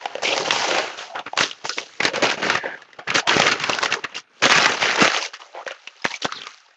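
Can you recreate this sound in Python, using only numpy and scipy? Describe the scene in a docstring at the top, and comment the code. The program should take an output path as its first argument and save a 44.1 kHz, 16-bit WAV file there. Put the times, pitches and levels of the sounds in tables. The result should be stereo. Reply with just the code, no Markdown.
"""Stiff wrapping paper, pulled off a parcel, shaken open and crumpled in a small, dry room,
close to a two-port desk microphone. The sheet buckles in avalanches of tiny clicks: each rings a
crease, flexes a panel and flaps the air; big folds snap singly. Paper sliding on paper hisses
underneath. Fingers tap its hollows, edges scrape, and now and then the sheet jerks taut with a
dry crack or thumps as a whole."""
import sys
import numpy as np
from scipy import signal
from scipy.fft import rfft, irfft, next_fast_len
from scipy.io import wavfile
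from scipy.ndimage import uniform_filter1d, map_coordinates

SR = 44100
rng = np.random.default_rng(int(sys.argv[2]) if len(sys.argv) > 2 else 0)


def int16_out(signal):
    """Quantize to a 16-bit WAV file."""
    q = np.round(np.clip(np.atleast_2d(signal).T, -1, 1) * 32767)
    wavfile.write(sys.argv[1], SR, q.astype(np.int16))


N = 298326

# the first long pull is mostly sheet sliding on sheet, later it mostly buckles: t/s, extra sliding/dB
EXTRA_SLIDING = [(.3, 3.5), (1.05, 7), (1.4, 1.5), (5.2, 0), (5.4, 1)]


def amp(db):
    """Decibels to gain."""
    return 10 ** (np.asarray(db) / 20)


def unit(x):
    """Scale to rms 1."""
    return x / np.sqrt(np.mean(x ** 2) + 1e-20)


def along(points, hz):
    """Read (f/Hz, value) points on a log frequency axis."""
    f, values = np.transpose(points)
    return np.interp(np.log(hz + 1), np.log(f + 1), values)


def curves(rows):
    """One value per sample for each column after the time."""
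    times, *columns = np.transpose(rows)
    return [np.interp(np.arange(N) / SR, times, column) for column in columns]


def wobble(rate):
    """A smooth random curve, rate knots a second."""
    return map_coordinates(rng.standard_normal(N // 10), [np.arange(N) * rate / SR], mode="mirror")


def coloured(x, db_of_hz):
    """x through the causal (minimum-phase) filter with this gain curve."""
    n = x.shape[-1]
    m = 2 * next_fast_len(n * 5 // 8)
    cepstrum = irfft(np.log(amp(db_of_hz(np.fft.rfftfreq(m, 1 / SR))) + 1e-6))
    cepstrum[1:m // 2] *= 2
    cepstrum[m // 2 + 1:] = 0
    return irfft(rfft(x, m) * np.exp(rfft(cepstrum)), m)[..., :n]


def bump(hz, centre, width):
    """A resonance peak of height 1."""
    return 1 / (1 + (2 * (hz - centre) / width) ** 2)


def levelled(x, size=1300):
    """Rms 1 over every few hundredths of a second; single clicks keep their shape."""
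    power = uniform_filter1d(uniform_filter1d(x ** 2, size), size)
    return x / np.sqrt(np.abs(power) + 1e-12)


def patchy(x, gain_of_chance):
    """x under a random gain that changes smoothly from pitch to pitch and from moment to moment."""
    spectra = signal.stft(x, nperseg=256)[2]
    field = uniform_filter1d(rng.standard_normal(spectra.shape), size=3, axis=0)
    field = uniform_filter1d(field, size=12, axis=1)
    return signal.istft(spectra * unit(gain_of_chance(unit(field))), nperseg=256)[1][:N]


def handling(lead_s=0.011, attack_s=0.0083, sag_db_per_s=12.5):
    """Gains of flap, flex, crackle and fizz: each stroke takes hold, sags as the paper gives, and dies."""
    # pulls, shakes and squeezes: worked loose, pulled off from 2 s, crushed from 4.4 s, put by from 5.3 s
    # start/s, hold/s, release t60/s, crackle/dB, flex re crackle/dB, fizz re crackle/dB
    strokes = [ (0.004, 0.22, 0.24, -43.5, 3, -3), (0.224, 0.19, 0.3, -31, 6, 6.5),
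               (0.443, 0.049, 0.15, -27.5, 0, 1), (0.513, 0.18, 0.14, -26.5, 1, 4.5),
               (0.696, 0.099, 0.7, -23.5, 0, -2), (0.97, 0.047, 0.46, -36.5, -4, 4),
               (1.145, 0.062, 0.075, -38.5, 4.5, -11), (1.258, 0.025, 0.025, -33.5, -5.5, -36),
               (1.361, 0.092, 0.074, -34.5, 4, 3), (1.396, 0.019, 0.27, -22.5, -6, 6),
               (1.64, 0.018, 0.057, -31, -1.5, 0.5), (1.651, 0.057, 0.65, -51, -17, 21.5),
               (1.77, 0.023, 0.29, -39.5, 4, 9.5), (1.999, 0.008, 0.042, -18.5, -7.5, -7.5),
               (2.021, 0.063, 0.081, -23, -4, -2.5), (2.133, 0.031, 0.38, -26, 0, -6),
               (2.219, 0.036, 0.2, -19, -1.5, -1.5), (2.279, 0.065, 0.069, -27, -3.5, -2.5),
               (2.369, 0.046, 0.29, -33.5, 3.5, -6), (2.417, 0.16, 0.1, -24, -2.5, -6),
               (2.633, 0.025, 0.35, -35.5, 7.5, -40), (2.985, 0.007, 0.065, -30, -4, -14),
               (3.07, 0.059, 0.15, -26.5, -6, -16), (3.139, 0.057, 0.065, -21, -6.5, 2),
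               (3.268, 0.23, 0.46, -20.5, -5, -4.5), (3.509, 0.014, 0.062, -19.5, -19.5, 1.5),
               (3.592, 0.1, 0.39, -27, -12, -4), (3.685, 0.047, 0.71, -30, 0, -0.5),
               (3.815, 0.041, 0.13, -27.5, -2.5, 3), (3.902, 0.035, 0.17, -28.5, -5, 0.5),
               (4.036, 0.016, 0.032, -23, -13, -17.5), (4.144, 0.045, 0.081, -35, -11.5, 4),
               (4.419, 0.046, 0.26, -16.5, -6, -1), (4.497, 0.13, 0.97, -16.5, -6.5, -2),
               (4.803, 0.099, 0.56, -20, -6, -3), (4.97, 0.1, 0.27, -20.5, -4, -11.5),
               (5, 0.041, 0.43, -15, -5.5, -1.5), (5.125, 0.046, 0.24, -21.5, -3.5, -1.5),
               (5.207, 0.054, 0.096, -33.5, -4, 7), (5.333, 0.009, 0.098, -30.5, -21, -0.5),
               (5.394, 0.013, 0.33, -42.5, 2, 2.5), (5.539, 0.078, 0.108, -43.5, 8, -11),
               (5.658, 0.055, 0.24, -36.5, -10.5, -11.5), (6.058, 0.11, 0.051, -47, -22, 12.5),
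               (6.215, 0.0063, 0.17, -36, -2, 12), (6.241, 0.0066, 0.057, -28.5, 6, 9.5),
               (6.298, 0.2, 0.36, -42.5, -15, -12)]
    # the paper stirs faintly as long as it is held: t/s, crackle/dB, fizz re crackle/dB
    holding = [(0, -54.5, 1), (1.1, -69, -3.5), (1.3, -51.5, -2), (1.6, -53.5, 3), (2.0, -51.5, 4.5),
               (2.72, -47, -5.5), (2.9, -55, -6), (4.12, -46, -9.5), (4.25, -62.5, -17), (4.4, -53, 3.5),
               (5.3, -55.5, 0), (5.95, -53.5, 1), (6.52, -55.5, 11), (6.76, -58.5, -6)]
    # an open sheet flaps the air, a tight ball hardly does: t/s, flap gain/dB
    openness = [(0, -20.5), (.33, -3.5), (.95, -15), (1.3, -5), (2.2, -4), (3.4, -4.5), (3.9, -3.5),
                (5.1, -10.5), (5.24, -47), (6.22, -40), (6.36, 7), (6.6, -28.5)]

    def shares(flex_db, fizz_db):
        """Power of the four layers relative to the crackle; the flap partly follows the flex."""
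        return amp([[0.54 * flex_db], [flex_db], [0], [fizz_db]]) ** 2

    t = np.arange(N) / SR
    stir_db, stir_fizz_db = curves(holding)
    power = shares(flex_db=-6, fizz_db=0) * amp(stir_db) ** 2
    power[3] *= amp(stir_fizz_db) ** 2
    for start, hold, t60, db, flex_db, fizz_db in strokes:
        part = slice(*np.searchsorted(t, [start - 2 * lead_s, start + hold + t60]))
        age = t[part] - start
        fall_db = sag_db_per_s * (age - hold / 2) + 60 * np.maximum(age - hold, 0) / t60
        envelope = np.clip(age / attack_s, 0, 1) * amp(db - fall_db)
        power[:, part] += shares(flex_db, fizz_db) * envelope ** 2
        # as the hand first grips, the panels flex softly, with few creases
        grip = amp(db + flex_db - 9.5 - 20 * np.abs(age) / lead_s)
        power[1:3, part] += (amp([[0], [-25.5]]) * grip) ** 2
    flap, flex, crackle, fizz = np.sqrt(power)
    return flap * amp(curves(openness)[0]), flex, crackle, fizz


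def buckles(per_second, spread_db, clump_db, clump_rate, count=14000):
    """Times (samples) and sizes (dB) of tiny buckles: many faint, few strong, bunched in avalanches."""
    at = (np.cumsum(rng.exponential(1, count)) * SR / per_second).astype(int)
    now = np.minimum(at, N - 1)
    uneven_db = spread_db - 0.45 * curves(EXTRA_SLIDING)[0][now]  # sliding evens out the sizes
    size_db = uneven_db * np.minimum(rng.standard_normal(count), 2.5)
    return at, size_db + clump_db * wobble(clump_rate)[now]


def facets(clicks, spectrum, ring_hz, octaves, cycles, scatter_db, slide_db, size):
    """Each buckle rings a facet of its own pitch for a few cycles, over the hiss of sliding paper."""
    at, size_db = clicks
    t = np.arange(size) / SR
    pitch_chance, level_chance = rng.standard_normal((len(at), 2)).T
    # neighbouring buckles share a fold, so their pitch drifts together
    drift_octaves = 0.33 * wobble(30)[np.minimum(at, N - 1)]
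    hz = ring_hz * 2 ** (octaves * pitch_chance + drift_octaves)
    heard = at < N
    phase = hz[heard, None] * t
    strength = amp(size_db + scatter_db * level_chance)[heard, None]
    rings = strength * np.exp(-phase / cycles) * np.cos(2 * np.pi * phase)
    cloud = np.bincount((at[heard, None] + np.arange(size)).ravel(), rings.ravel(), N)[:N]
    cloud, hiss = coloured(np.array([cloud, rng.standard_normal(N)]), lambda f: along(spectrum, f))
    rubbing = amp(slide_db + curves(EXTRA_SLIDING)[0])
    return (unit(levelled(cloud)) + rubbing * unit(hiss)) / np.hypot(1, rubbing)


def folding(x, depth_db):
    """The changing shape of the sheet favours some pitches and hides others."""
    return patchy(x, lambda chance: amp(depth_db * chance))


def rustle():
    """The same buckles drive the whole sheet, its panels, its creases and its fibres."""
    # what each size of paper radiates: f/Hz, relative level/dB
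    sheet_spectrum = [(20, -54), (50, -45), (110, 1), (170, 0.5), (330, 7.5), (450, 13), (800, -39.5)]
    panel_spectrum = [(150, -52.5), (330, -9), (450, -8.5), (950, -5), (1250, -23), (2400, -47.5)]
    crease_spectrum = [(450, -37), (900, -7), (1200, 3.5), (2800, -0.5), (3700, -10), (6500, -22)]
    fibre_spectrum = [(1500, -45.5), (2800, 3.5), (3600, -2), (6300, 2), (9000, 0)]
    flap_gain, flex_gain, crackle_gain, fizz_gain = handling()
    clicks = buckles(per_second=1150, spread_db=6.4, clump_db=3.7, clump_rate=110)
    flap = facets(clicks, sheet_spectrum, ring_hz=187, octaves=0.73, cycles=0.63,
                  scatter_db=1.5, slide_db=-7, size=600)
    flex = facets(clicks, panel_spectrum, ring_hz=683, octaves=0.36, cycles=2.06,
                  scatter_db=-0.5, slide_db=-12.5, size=500)
    crackle = facets(clicks, crease_spectrum, ring_hz=1850, octaves=0.62, cycles=2.3,
                     scatter_db=-1, slide_db=0, size=250)
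    fizz = facets(clicks, fibre_spectrum, ring_hz=4950, octaves=0.4, cycles=2.6,
                  scatter_db=2.5, slide_db=1.5, size=120)
    sheet = flap_gain * flap + flex_gain * flex + crackle_gain * crackle
    # wide panels take strong colour from the folds, fine fibres little
    return folding(sheet, depth_db=2.1) + folding(fizz_gain * fizz, depth_db=1.3)


def finger_taps(rise_s=0.0015, cycles=1.8, click_t60=0.02, shiver_db=-19.5, shiver_t60=0.058, size=4096):
    """A soft fingertip rings a hollow for a few cycles, with a small click and a shiver at that pitch."""
    # taps on the paper: t/s, ring level/dB, ring f/Hz, click re ring/dB
    taps = [(0.0561, -10.5, 767, -5), (0.153, -14.5, 557, -8), (0.1822, -20.5, 582, -5),
            (1.156, -19, 890, -6.5), (1.16, -19.5, 945, -7), (1.264, -21.5, 1280, -11),
            (1.333, -15.5, 780, -18), (1.653, -18.5, 880, -7.5), (1.693, -17, 1300, -20),
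            (2.655, -15.5, 500, -23.5), (4.1451, -23.5, 2450, -22.5), (5.665, -17.5, 550, -10),
            (5.7091, -23, 570, -3)]
    # the click of a fingertip: f/Hz, relative level/dB
    fingertip = [(60, -33.5), (500, -1.5), (2900, 9), (4000, -7)]
    out, t = np.zeros(N + size), np.arange(size) / SR
    for start, db, hz, click_db in taps:
        swing = (1 - np.exp(-(t / rise_s) ** 2)) * np.exp(-t * hz / cycles)
        ring = swing / swing.max() * np.sin(2 * np.pi * hz * t)
        click, shiver = rng.standard_normal((2, size))
        click = unit(coloured(click, lambda f: along(fingertip, f)))
        click *= amp(click_db - 60 * t / click_t60)
        shiver = unit(coloured(shiver, lambda f: 20 * np.log10(bump(f, hz, hz / 2))))
        shiver *= amp(shiver_db - 60 * t / shiver_t60)
        out[round(start * SR):][:size] += amp(db) * (ring + click + shiver)
    return out[:N]


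def fold_snaps(crack_db=7, rise_s=0.0008, crack_t60=0.012, shiver_db=-3, shiver_t60=0.04, size=4096):
    """A fold pops: one sharp push, a crack that runs along it, then the sheet shivers and rings briefly."""
    # single folds snapping through: t/s, level/dB, ring f/Hz
    snaps = [(0.2218, -24.5, 838), (0.3777, -13, 864), (0.408, -21.5, 1078), (0.459, -21, 2880),
             (0.5068, -9.5, 2350), (0.711, -16.5, 1430), (0.749, -18.5, 1500), (0.7572, -28.5, 855),
             (0.7839, -15, 689), (0.989, -30, 3300), (1.192, -28, 3330), (1.3752, -11, 790),
             (1.3885, -13, 3090), (1.409, -10.5, 1310), (1.434, -15, 3060), (1.5115, -25, 3100),
             (1.6935, -17.5, 5100), (1.783, -16.5, 2270), (2.004, -25, 2430), (2.0317, -16, 1850),
             (2.0515, -10, 541), (2.052, -10.5, 1925), (2.135, -28, 1500), (2.159, -16.5, 1220),
             (2.2228, -16, 525), (2.2525, -17.5, 2880), (2.3005, -16, 2300), (2.313, -15.5, 1590),
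             (2.4996, -10.5, 1880), (2.5542, -14, 1850), (2.82, -36, 1710), (2.931, -38, 1880),
             (3.0785, -22.5, 1850), (3.1026, -15, 2400), (3.15, -14.5, 2450), (3.1575, -13, 2090),
             (3.274, -13.5, 1177), (3.2935, -10.5, 2680), (3.3235, -22.5, 1236), (3.3667, -13.5, 557),
             (3.399, -7, 674), (3.4185, -10, 2550), (3.4647, -14.5, 1370), (3.4679, -9.5, 2100),
             (3.4785, -13, 1200), (3.5185, -20.5, 2000), (3.6382, -15, 2360), (3.6955, -10.5, 542),
             (3.7316, -17, 2780), (3.7483, -18.5, 518), (3.7865, -15.5, 1444), (3.8285, -14.5, 1530),
             (3.8341, -11.5, 1114), (3.858, -14.5, 1930), (3.9237, -13.5, 2560), (3.9392, -13.5, 1450),
             (4.0415, -22, 1760), (4.164, -24, 2660), (4.439, -13, 1880), (4.464, -11.5, 1646),
             (4.4975, -11, 1450), (4.5208, -8, 1517), (4.563, -17.5, 1183), (4.612, -19.5, 1200),
             (4.6445, -13.5, 2125), (4.658, -9, 1720), (4.72, -16.5, 2480), (4.8205, -15, 1530),
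             (4.837, -18, 2580), (4.9582, -15.5, 794), (4.9914, -18, 1333), (5.1456, -17, 2100),
             (5.2504, -23.5, 2220), (5.3341, -31.5, 1610), (5.6771, -22.5, 1540), (5.7165, -29.5, 1450),
             (5.8737, -26.5, 2710), (6.0195, -38, 5060), (6.044, -20.5, 2340), (6.0502, -15, 1750),
             (6.0603, -19.5, 2300), (6.1062, -30.5, 4307), (6.1175, -25.5, 880), (6.14, -23, 2300),
             (6.1596, -31, 6060), (6.2205, -24.5, 4170), (6.2451, -28, 1470), (6.2571, -22, 1630),
             (6.3225, -22.5, 1390), (6.4163, -29, 3130), (6.4352, -34, 3200), (6.469, -25, 1230)]
    firm_db = -15.5  # a gentler pop rings more purely
    out, t = np.zeros(N + size), np.arange(size) / SR
    fades = amp([-60 * t / crack_t60, -60 * t / shiver_t60]) * (1 - np.exp(-t / rise_s))
    for start, db, hz in snaps:
        crack, shiver = rng.standard_normal((2, size)) * fades
        burst = crack / np.linalg.norm(crack) + amp(shiver_db) * shiver / np.linalg.norm(shiver)
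        push = (t == 0) + amp(crack_db) * burst
        # a wide, low-ringing fold sounds hollow: its treble falls away sooner
        knee_hz = np.clip(1.6 * hz, 1100, 3200)
        tilt = [(30, -20.5), (130, -15.5), (330, -5.5), (600, -1), (knee_hz, 0), (4500, -5)]  # f/Hz, gain/dB
        # the harder the snap, the broader and less pitched its ring
        width_hz = 0.52 * hz * np.sqrt(amp(db - firm_db))
        ring_db = 11 + 0.45 * max(firm_db - db, 0)
        pop = coloured(push, lambda f: along(tilt, f) + ring_db * bump(f, hz, width_hz))
        pop *= np.sqrt(SR / 200 / np.sum(pop ** 2))  # the energy of 5 ms at rms 1
        out[round(start * SR):][:size] += amp(db + 0.5) * pop
    return out[:N]


def edge_scrapes(relative_width=0.2, roughness_db=4.5):
    """Stick and slip of a paper edge excites one broad resonance, which moves as the hollow changes shape."""
    # an edge drags over a hollow of the sheet: t/s, length/s, start f/Hz, end f/Hz, level/dB
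    scrapes = [(0.24, 0.097, 2360, 2553, -22), (0.235, 0.13, 3070, 3160, -30),
               (0.321, 0.067, 451, 570, -25.5), (1.09, 0.13, 639, 823, -35.5),
               (1.148, .06, 1470, 1163, -31.5), (1.698, 0.026, 1250, 1580, -31),
               (1.699, 0.029, 485, 431, -37), (2.09, 0.17, 517, 484, -29), (2.575, 0.21, 1748, 1560, -33),
               (3.013, 0.027, 665, 740, -41.5), (3.218, 0.071, 748, 694, -35),
               (3.877, .08, 1454, 1335, -28), (3.93, .08, 1159, 893, -36), (3.956, .05, 450, 382, -34.5),
               (5.596, 0.036, 554, 1420, -39.5), (6.07, 0.081, 1062, 720, -40),
               (6.071, 0.11, 1550, 2530, -42), (6.287, 0.069, 1286, 1408, -34.5),
               (6.321, 0.087, 4220, 3460, -37.5), (6.436, 0.039, 1436, 1200, -38)]
    out, t = np.zeros(N), np.arange(N) / SR
    slips = amp(roughness_db * wobble(130))
    waver = 1 + 0.022 * wobble(49)
    for start, length, start_hz, end_hz, db in scrapes:
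        part = (t >= start) & (t < start + length)
        progress = (t[part] - start) / length
        hz = (start_hz + (end_hz - start_hz) * progress) * waver[part]
        width_hz = relative_width * start_hz
        friction = rng.standard_normal(SR // 2)[:len(progress)]
        band = signal.lfilter(*signal.butter(2, width_hz, fs=SR), signal.hilbert(friction))
        tone = np.real(band * np.exp(2j * np.pi * np.cumsum(hz - width_hz / 2) / SR))  # centred on hz
        out[part] += amp(db) * unit(tone * slips[part]) * np.abs(np.sin(np.pi * progress)) ** 0.3
    return out


def taut_cracks(backwash_s=0.0023, size=2048):
    """The sheet jerks taut: one sharp push of air, a slow backwash, and no ring."""
    # jerks of the sheet: t/s, half width/s, push level/dB
    jerks = [(1.4106, .0004, -6), (2.053, .0004, -4), (3.3674, 0.00049, 1.5), (3.4003, .0004, -3),
             (3.696, 0.00058, -7.5), (5.0188, .0007, -3), (5.024, 0.00053, -5), (6.0536, 0.00015, 2.5),
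             (6.2543, 0.0002, 0.5)]
    out, t = np.zeros(N + size), (np.arange(size) - size // 2) / SR
    for centre, half_width, db in jerks:
        push = np.exp(-(t / half_width) ** 2)
        backwash = np.exp(-(t / backwash_s) ** 2)
        backwash *= push.sum() / backwash.sum()  # as much air returns as was pushed
        out[round(centre * SR) - size // 2:][:size] += amp(db) * (push - backwash)
    return out[:N]


def sheet_thumps(size=4096):
    """A large panel pushes air for a few heavily damped swings."""
    # the whole sheet flaps or is squashed flat: t/s, f/Hz, level/dB, t60/s
    thumps = [(2.227, 305, -7.5, 0.045), (3.367, 162.5, -21, 0.033), (3.397, 152, -5.5, 0.025),
              (4.557, 160, -14, 0.077), (5.016, 292, -3.5, 0.041), (5.023, 205, -1.5, 0.021)]
    out, t = np.zeros(N + size), np.arange(size) / SR
    for start, hz, db, t60 in thumps:
        swing = (1 - np.exp(-t * hz * 2)) * np.sin(2 * np.pi * hz * t)
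        out[round(start * SR):][:size] += amp(db - 60 * t / t60) * swing
    return out[:N]


def small_room(x, wet_db, build_s=0.006, positions=22):
    """The near walls add a short tail, which changes as the paper moves about."""
    # decay of the room: f/Hz, t60/s
    decay = [(120, 0.058), (500, 0.09), (2000, 0.091), (8000, 0.042)]
    hz, t, spectra = signal.stft(rng.standard_normal((positions, SR // 4)), SR, nperseg=256)
    tails = signal.istft(spectra * amp(-60 * t / along(decay, hz)[:, None]), SR, nperseg=256)[1]
    tails *= (1 - np.exp(-np.arange(tails.shape[1]) / SR / build_s)) / np.linalg.norm(tails[0])
    wet, hop = np.zeros(N + SR), N // positions + 1
    for k, tail in enumerate(tails):
        answer = signal.fftconvolve(x[k * hop:(k + 1) * hop], tail)
        wet[k * hop:][:len(answer)] += answer
    return (x + amp(wet_db) * wet[:N]) / np.hypot(1, amp(wet_db))


def room_tone(level_db):
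    """The faint, steady noise of the room, mostly the same left and right."""
    # its spectrum: f/Hz, relative density/dB
    spectrum = [(18, -42), (30, -13), (189, -16), (643, -19.5), (1540, -1), (1860, -8), (4550, -19),
                (6630, -22.5), (8390, -55.5), (10900, -81.5), (18500, -120)]
    air = rng.standard_normal(N) + 0.5 * rng.standard_normal((2, N))
    return amp(level_db) * unit(coloured(air, lambda f: along(spectrum, f)))


def microphone_ports(x):
    """Two close ports of slightly unlike colour; as the sheet moves, each pitch reaches one a little early."""
    # how far the sound wanders between the ports: f/Hz, side re paper/dB
    wander = [(60, -14.5), (110, -33.5), (200, -19), (370, -12.5), (690, -18), (1270, -20.5), (2340, -30),
              (4310, -13), (7940, -28.5)]
    # colour of the ports: f/Hz, left minus right/dB
    balance = [(60, -.5), (180, 1.5), (310, -1.5), (530, -0.5), (910, 0.5), (1560, -0.5), (2680, -0.65),
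               (4610, 0.44)]
    quarter_turn = np.imag(signal.hilbert(x, next_fast_len(N)))[:N]
    side = coloured(patchy(quarter_turn, lambda chance: chance), lambda f: along(wander, f))
    return np.array([coloured(x, lambda f: sign * along(balance, f) / 2) + sign * side
                     for sign in (1, -1)])


def scene():
    """Paper close to the microphone, a little of the walls, and room tone behind it."""
    paper = rustle() + finger_taps() + fold_snaps() + edge_scrapes() + taut_cracks() + sheet_thumps()
    return microphone_ports(small_room(paper, wet_db=-11.5)) + room_tone(level_db=-68.5)


def record(dry, ceiling=0.9, top_hz=8700):
    """A small speech-band desk microphone: coloured, rounding off the highest peaks, with no top octave."""
    # the microphone's bass and treble roll-off: f/Hz, gain/dB
    response = [(20, -30), (45, -9.5), (90, -6), (200, -2.5), (3000, 0.5), (4000, 2), (6200, -1.5),
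                (7000, -6), (7700, -16.5), (8700, -35)]
    # resonances of the desk and microphone housing: f/Hz, width/Hz, lift/dB
    housing = [(550, 45, 3.5), (613, 110, -2)]
    x = coloured(dry, lambda f: along(response, f)
                 + sum(db * bump(f, hz, width) for hz, width, db in housing))
    x = x / (1 + np.abs(x / ceiling) ** 8) ** (1 / 8)
    return irfft(rfft(x) * (np.fft.rfftfreq(N, 1 / SR) < top_hz), N)


dry = scene()
out = record(dry)
int16_out(out)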